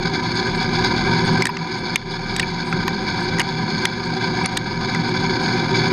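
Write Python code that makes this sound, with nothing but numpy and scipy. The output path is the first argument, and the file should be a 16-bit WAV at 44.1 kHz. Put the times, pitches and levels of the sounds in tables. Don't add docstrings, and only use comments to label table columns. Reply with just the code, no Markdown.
import sys
import numpy as np
from scipy import signal
from scipy.fft import rfft, irfft
from scipy.io import wavfile
from scipy.ndimage import uniform_filter1d

SR = 44100
rng = np.random.default_rng(int(sys.argv[2]) if len(sys.argv) > 2 else 0)


def gain_from_decibels(decibels):
    exponent = np.asarray(decibels, float) / 20
    return 10 ** exponent


def persist_wave(psi):
    counts = np.round(np.clip(psi, -1, 1) * 32767).astype(np.int16)
    wavfile.write(sys.argv[1], SR, np.atleast_2d(counts).T)


N = 261072


def evened(x):
    return x / np.sqrt(np.mean(x ** 2) + 1e-20)


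def add(mix, s, sound):
    part = mix[round(s * SR):][:len(sound)]
    part += sound[:len(part)]


def drift(hz):
    f = np.fft.rfftfreq(N, 1 / SR)
    return evened(irfft(rfft(rng.standard_normal(N)) / np.sqrt(1 + (f / hz) ** 4), N))


def band(x, lo_hz, hi_hz):
    sos = signal.butter(4, [lo_hz, hi_hz], "band", fs=SR, output="sos")
    return evened(signal.sosfilt(sos, x))


def shaken(force, modes, skirt):
    f = np.fft.rfftfreq(N, 1 / SR)
    power = 0
    for hz, width, db in modes:
        power = power + gain_from_decibels(db) ** 2 / (1 + (2 * (f - hz) / width) ** 2) ** skirt
    return evened(irfft(rfft(force) * np.sqrt(power), N))


# (t/s, level over rest/dB, fade/s)
BITES = [(0.024, 5.5, 0.057), (0.132, 8, 0.051), (0.231, 3.5, 0.081), (0.355, 8, 0.091), (0.6, 6.5, 0.051),
         (0.728, 6, .1), (0.839, 7, 0.058), (0.962, 6.5, 0.059), (1.108, 4.5, 0.11), (1.245, 2.5, 0.095),
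         (1.33, 1.5, 0.097), (1.71, 4.5, .07), (1.839, 5.5, 0.15), (2.108, 9, 0.07), (2.292, 5, 0.12),
         (2.466, 5.5, 0.091), (2.6, 9, 0.022), (2.713, 0, 0.12), (2.925, 6, 0.018), (3.067, 4, 0.12),
         (3.2, 2, .2), (3.467, 5.5, 0.12), (3.69, 5, 0.32), (4.113, 2, 0.84), (4.513, 1, 0.05),
         (4.802, 2.5, 0.21), (5.162, 4, 0.077), (5.292, 4, 0.074), (5.41, 3.5, 0.17), (5.741, 6, 0.094)]


def bite_db(t):
    rest_db, catch_s = -10, 0.0013
    force_db = rest_db
    for s, db, fade in BITES:
        since = np.maximum(t - s, 0)
        force_db = force_db + db * (1 - np.exp(-since / catch_s)) * np.exp(-(since / fade) ** 2)
    return force_db


def cutting_force(turn_db, gust_db, grit_db):
    spindle_hz = 8.8
    turns = np.cumsum(spindle_hz * (1 + 0.045 * drift(2.0))) / SR
    swell_db = turn_db * np.cos(2 * np.pi * turns)
    return rng.standard_normal(N) * gain_from_decibels(swell_db + gust_db * drift(40) + grit_db * drift(310))


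# (f/Hz, width/Hz, level/dB)
TOOL_MODES = [(3462, 135, -4), (3730, 170, -12.5), (3887, 134, -8), (4360, 72, -23), (4414, 198, 1),
              (4660, 100, -9), (4840, 205, -2.5), (4994, 180, -6), (5400, 200, -14), (6170, 170, -16),
              (6570, 198, -9.5), (6900, 150, -68.5)]


def tool_scrape(force, force_db):
    scrape = 0
    for k, group_db in enumerate([-5, 0, -12]):
        chatter = gain_from_decibels(1.03 * drift(35.0)) * force
        group = TOOL_MODES[4 * k:4 * k + 4]
        scrape = scrape + gain_from_decibels(group_db) * shaken(chatter, group, skirt=1.68)
    return gain_from_decibels(0.5 + force_db) * evened(scrape)


# (f/Hz, width/Hz, level/dB)
POST_MODES = [(717, 57, -11.5), (764.2, 52.5, -0.5), (937, 39.5, 0), (986.6, 63, 0), (1184, 180, -19),
              (1209, 23, -6.5), (1454, 200, -10), (1550, 77, -1), (1634, 67, -5), (1708, 39, -5),
              (2020, 99, -22), (2090, 92, -9), (2300, 98, -4.5), (2280, 150, -8), (2770, 220, -30),
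              (3054, 240, -27)]


def post_ring(force, force_db):
    return gain_from_decibels(1 + 0.45 * force_db) * shaken(force, POST_MODES, skirt=1.48)


# (f/Hz, level per Hz/dB)
HISS = [(5000, -56), (6900, -10), (7300, -25), (8100, 15), (8550, -7), (8900, 17.5), (9600, -16),
        (10200, 14.5), (10700, -3), (12000, -34), (13400, -24), (14200, -7), (15400, -18)]


def cut_hiss(force, force_db):
    f = np.fft.rfftfreq(N, 1 / SR)
    hz, db = np.transpose(HISS)
    colour = gain_from_decibels(np.interp(np.log(f + 1), np.log(hz), db))
    gusty = force * gain_from_decibels(0.86 * drift(24.0))
    return gain_from_decibels(-35 + force_db) * evened(irfft(rfft(gusty) * colour, N))


def contact(length, t60):
    t = np.arange(1500) / SR
    rise_s = 0.0003
    held = gain_from_decibels(-7 * np.minimum(t / length, 1) - 60 * np.maximum(t - length, 0) / t60)
    return t, held * (1 - np.exp(-(t / rise_s) ** 2))


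def rung(t, hz, rough, noise):
    settle = 0.0012
    bend = 0.09 * settle * (1 - np.exp(-t / settle))
    return np.sin(2 * np.pi * hz * (t + bend)) + rough * band(noise, 0.82 * hz, 1.09 * hz)


# (t/s, peak level/dB, ring f/Hz, second ring f/Hz, contact/s)
KNOCKS = [(1.4218, -11, 2060, 4980, 0.0047), (1.4257, -23, 2300, 980, 0.014),
          (1.454, -12, 1900, 6570, 0.003), (1.469, -10, 1780, 3800, 0.002),
          (1.4907, -16.5, 970, 4960, .012), (1.568, -16.5, 2120, 1170, .0046),
          (1.958, 0.7, 2166, 3590, 0.0014), (1.958, -10, 2770, 1400, .0017),
          (2.365, -22, 3680, 1620, .0023), (2.3965, -14.5, 1860, 5030, .0025),
          (2.3988, -17.5, 2790, 3760, 0.0051), (2.429, -16.5, 2320, 1740, 0.0085),
          (2.7262, -11.5, 1400, 2150, 0.0035), (2.879, -12.5, 1000, 1790, .006),
          (3.385, -13.5, 1980, 6360, .0025), (3.395, -12.5, 1820, 5260, .0036),
          (3.402, -11.5, 2870, 2050, 0.0045), (3.4147, -16, 2100, 6460, .0025),
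          (3.8542, -6.5, 2090, 3270, 0.0025), (3.852, -8, 1480, 4760, 0.0019),
          (4.444, -18.5, 2210, 4760, .009), (4.4583, -13, 1880, 6370, 0.002),
          (4.573, -11, 3710, 1720, 0.0028), (4.947, -17, 2000, 1500, .0064)]


def knock(db, ring_hz, second_hz, length):
    t, shape = contact(length, 0.017)
    noise = rng.standard_normal(len(t))
    rough = min(0.002 / length, 0.7)
    second_db = -3 - 5 * abs(np.log2(second_hz / ring_hz))
    rings = rung(t, ring_hz, rough, noise) + gain_from_decibels(second_db) * rung(t, second_hz, rough, noise)
    thud = gain_from_decibels(-10) * band(noise, 900, 2600)
    return gain_from_decibels(db) * shape * (rings + thud)


# (t/s, peak level/dB, contact/s)
CRACKS = [(1.4215, -18.5, .003), (1.569, -24, 0.0034), (1.455, -15, 0.0037), (1.469, -14, .002),
          (1.958, -14.5, 0.0033), (2.363, -15.5, 0.0032), (2.3962, -14.5, 0.0049), (2.727, -24, 0.004),
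          (3.3857, -31, .003), (3.3954, -15, 0.0043), (3.3978, -21, .004), (3.415, -19, 0.0044),
          (2.8788, -18, 0.0044), (4.947, -23.5, 0.0037), (3.8536, -10, 0.0025), (4.4588, -17, 0.0031),
          (4.57, -20, 0.0031)]


def crack(db, length):
    t, shape = contact(length, 0.0023)
    slips = rng.standard_normal(len(t)) * rng.exponential(1, len(t))
    return gain_from_decibels(db) * shape * band(slips, 990, 5900)


# (t/s, peak level/dB, f/Hz, fizz level over the ring/dB, contact/s)
TINKS = [(1.422, -26, 7760, -3, 0.0041), (1.454, -17.5, 8460, -6, 0.0026), (1.4693, -24, 8160, 1, 0.0023),
         (1.491, -42, 11700, -8, .002), (1.496, -42, 11700, -8, .002), (1.568, -54, 7650, -3, .003),
         (1.958, -23, 8860, -3, 0.0021), (1.958, -12.5, 6380, -5, 0.0022), (2.364, -18, 7800, -6, 0.003),
         (2.3962, -20, 8100, -11, 0.0055), (2.4275, -42, 10300, 2, 0.0036), (2.726, -50, 11900, -1, 0.0023),
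         (2.8783, -26.5, 11900, -4, 0.0016), (3.3852, -33, 9700, -8, 0.0031),
         (3.396, -22.5, 8690, -2, 0.0029), (3.402, -23, 9380, -3, 0.0025), (3.4146, -36, 8030, -1, 0.0045),
         (3.853, -23, 9600, 1, 0.0048), (4.4358, -41, 8240, -13, .007), (4.4586, -14, 9430, -19, 0.002),
         (4.572, -19, 8250, -1.5, 0.0029), (4.574, -18.5, 6570, -18, 0.0023), (4.947, -42, 8400, 1, 0.0033)]


def tink(db, hz, fizz_db, length):
    t, shape = contact(length, 0.009)
    noise = rng.standard_normal(len(t))
    ring = np.sin(2 * np.pi * hz * t) + 0.28 * band(noise, 0.93 * hz, 1.11 * hz)
    fizz = band(noise, 3500, 11100) + 0.16 * band(noise, 11000, 16300)
    return gain_from_decibels(db) * shape * (ring + gain_from_decibels(fizz_db - 2.0) * fizz)


# (t/s, peak level/dB, f/Hz, length/s)
RUSTLES = [(0.304, -44, 9070, 0.025), (0.35, -33, 8150, 0.016), (0.455, -39, 8080, 0.025),
           (0.545, -37, 8100, 0.042), (1.244, -32, 8700, 0.034), (1.3219, -35, 8210, 0.025),
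           (1.3753, -34, 7820, 0.015), (1.78, -39, 8300, 0.025), (2.105, -45.5, 9050, 0.023),
           (2.2962, -50, 7750, 0.025), (2.645, -38, 8300, 0.05), (2.6848, -35, 8310, 0.038),
           (3.2001, -37, 7880, 0.025), (3.2251, -34, 8230, 0.025), (3.4845, -61, 9180, 0.025),
           (4.05, -39, 7850, 0.025), (4.0971, -46, 8200, 0.023), (4.5191, -39, 8280, 0.023),
           (4.8838, -55, 8040, 0.025), (5.083, -39, 7800, 0.025), (5.2011, -42, 7910, 0.025),
           (5.414, -38, 8160, 0.025), (5.673, -46, 10200, 0.025), (5.702, -46, 7850, 0.025),
           (5.875, -49, 7800, 0.025)]


def rustle(db, hz, length):
    t = np.arange(3000) / SR
    noise = rng.standard_normal(len(t))
    u = t / length
    puff = np.sqrt(u) * np.exp(-2.2 * u ** 2)
    grit = 0.43 * band(noise, 8200, 11000) + 0.13 * band(noise, 10300, 14700)
    return gain_from_decibels(db - 9.5) * puff * (band(noise, 0.944 * hz, 1.08 * hz) + grit)


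# (f/Hz, width/Hz, level/dB)
BED_MODES = [(75, 4.7, -8.5), (110.8, 33, -7.5), (162.7, 23.8, 2.5), (203.5, 38, -5.5), (301, 63, -10),
             (368, 45, -4.5), (389, 27.5, -6), (485, 40, -20.5), (517.6, 43, -16)]


def drive_rumble():
    bed = shaken(rng.standard_normal(N), BED_MODES, skirt=1.87)
    deep = shaken(rng.standard_normal(N), [(35, 55, 0)], skirt=3.4)
    return bed + gain_from_decibels(-25) * deep


# (f/Hz, level/dB)
HUM = [(119.9, -10), (240.2, -9), (600, -33.5), (1273, -27)]


def motor_hum():
    t = np.arange(N) / SR
    hum = 0
    for hz, db in HUM:
        level = np.sqrt(2) * gain_from_decibels(db + 1.63 * drift(1.15))
        hum = hum + level * np.sin(2 * np.pi * hz * t + 0.52 * drift(1.26))
    return hum


# (t/s, level over the machine/dB)
SHAFT = [(0.0, -10), (0.25, -28.5), (0.5, -15), (1.2, -19), (1.7, -30), (2.1, -10), (3.0, -19), (3.4, -20),
         (4.45, -27), (4.65, -12), (5.0, -28), (5.92, -22)]


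def shaft(t):
    shaft_hz, wobble_hz, wobble_low_s = 32, 4.0, 2.43
    throb = 1 - 0.3 * np.cos(2 * np.pi * wobble_hz * (t - wobble_low_s))
    return gain_from_decibels(np.interp(t, *np.transpose(SHAFT))) * throb * np.sin(2 * np.pi * shaft_hz * t)


def machine(force_db):
    force = cutting_force(turn_db=-0.5, gust_db=1.59, grit_db=1.5)
    cut = tool_scrape(force, force_db) + post_ring(force, force_db) + cut_hiss(force, force_db)
    return cut + drive_rumble() + motor_hum()


# (f/Hz, width/Hz, depth 0-1)
DIPS = [(52, 10, .8), (140, 12, .8), (445, 30, .7), (1255, 20, .6), (1360, 25, .6), (1790, 50, .8),
        (2500, 60, .75), (3600, 60, .7), (5200, 50, .7), (5800, 70, .6), (6230, 80, .8), (7130, 150, .5),
        (7400, 400, .45), (13300, 600, .35)]


def through_frame(x):
    f = np.fft.rfftfreq(N, 1 / SR)
    gain = 1 / (1 + (f / 15000) ** 120)
    for hz, width, depth in DIPS:
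        gain = gain * (1 - depth / (1 + (2 * (f - hz) / width) ** 2))
    return irfft(rfft(x) * gain, N)


# (t/s, lasting drop level/dB, brief extra drop level/dB)
DUCKS = [(0.0, 7, -0.5), (1.424, 4.5, 3.5), (1.47, 3, 1.5), (1.57, 3, -2.5), (1.961, 4.5, 5.5),
         (2.4, 2.5, -3.5), (2.43, 1.5, -0.5), (2.73, -1.5, -2.5), (2.88, 1.5, -0.5), (3.415, 4.5, -0.5),
         (3.854, 3, 3), (4.458, 1, 5), (4.574, 3, 0)]


def gain_db(t):
    open_db, slow_s, quick_s = -18.5, 0.96, 0.1
    drop = 0
    for s, slow_db, quick_db in DUCKS:
        since = np.maximum(t - s, 0)
        recovery = slow_db * np.exp(-since / slow_s) + quick_db * np.exp(-since / quick_s)
        drop = drop + (t >= s) * recovery
    return open_db - uniform_filter1d(drop, size=4)


def scene():
    t = np.arange(N) / SR
    coarse = t[::32]
    gain = gain_from_decibels(np.interp(t, coarse, gain_db(coarse)))
    force_db = np.interp(t, coarse, bite_db(coarse))
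    mix = through_frame(gain * machine(force_db)) + gain_from_decibels(3.5) * gain * shaft(t)
    for source, events in (knock, KNOCKS), (crack, CRACKS), (tink, TINKS), (rustle, RUSTLES):
        for s, *row in events:
            add(mix, s, source(*row))
    return mix[None]


def top_cut(x):
    return signal.sosfilt(signal.butter(12, 15700, fs=SR, output="sos"), x)


def record(dry):
    knee, ceiling = 0.4, 0.68
    room = ceiling - knee
    over = np.maximum(abs(dry) - knee, 0)
    limited = dry - np.sign(dry) * (over - room * np.tanh(over / room))
    edge = signal.firwin(95, 15400, window=("kaiser", 8), fs=SR)
    mix = signal.oaconvolve(limited, edge[None], "same")
    return top_cut(mix)


dry = scene()
out = record(dry)
persist_wave(out)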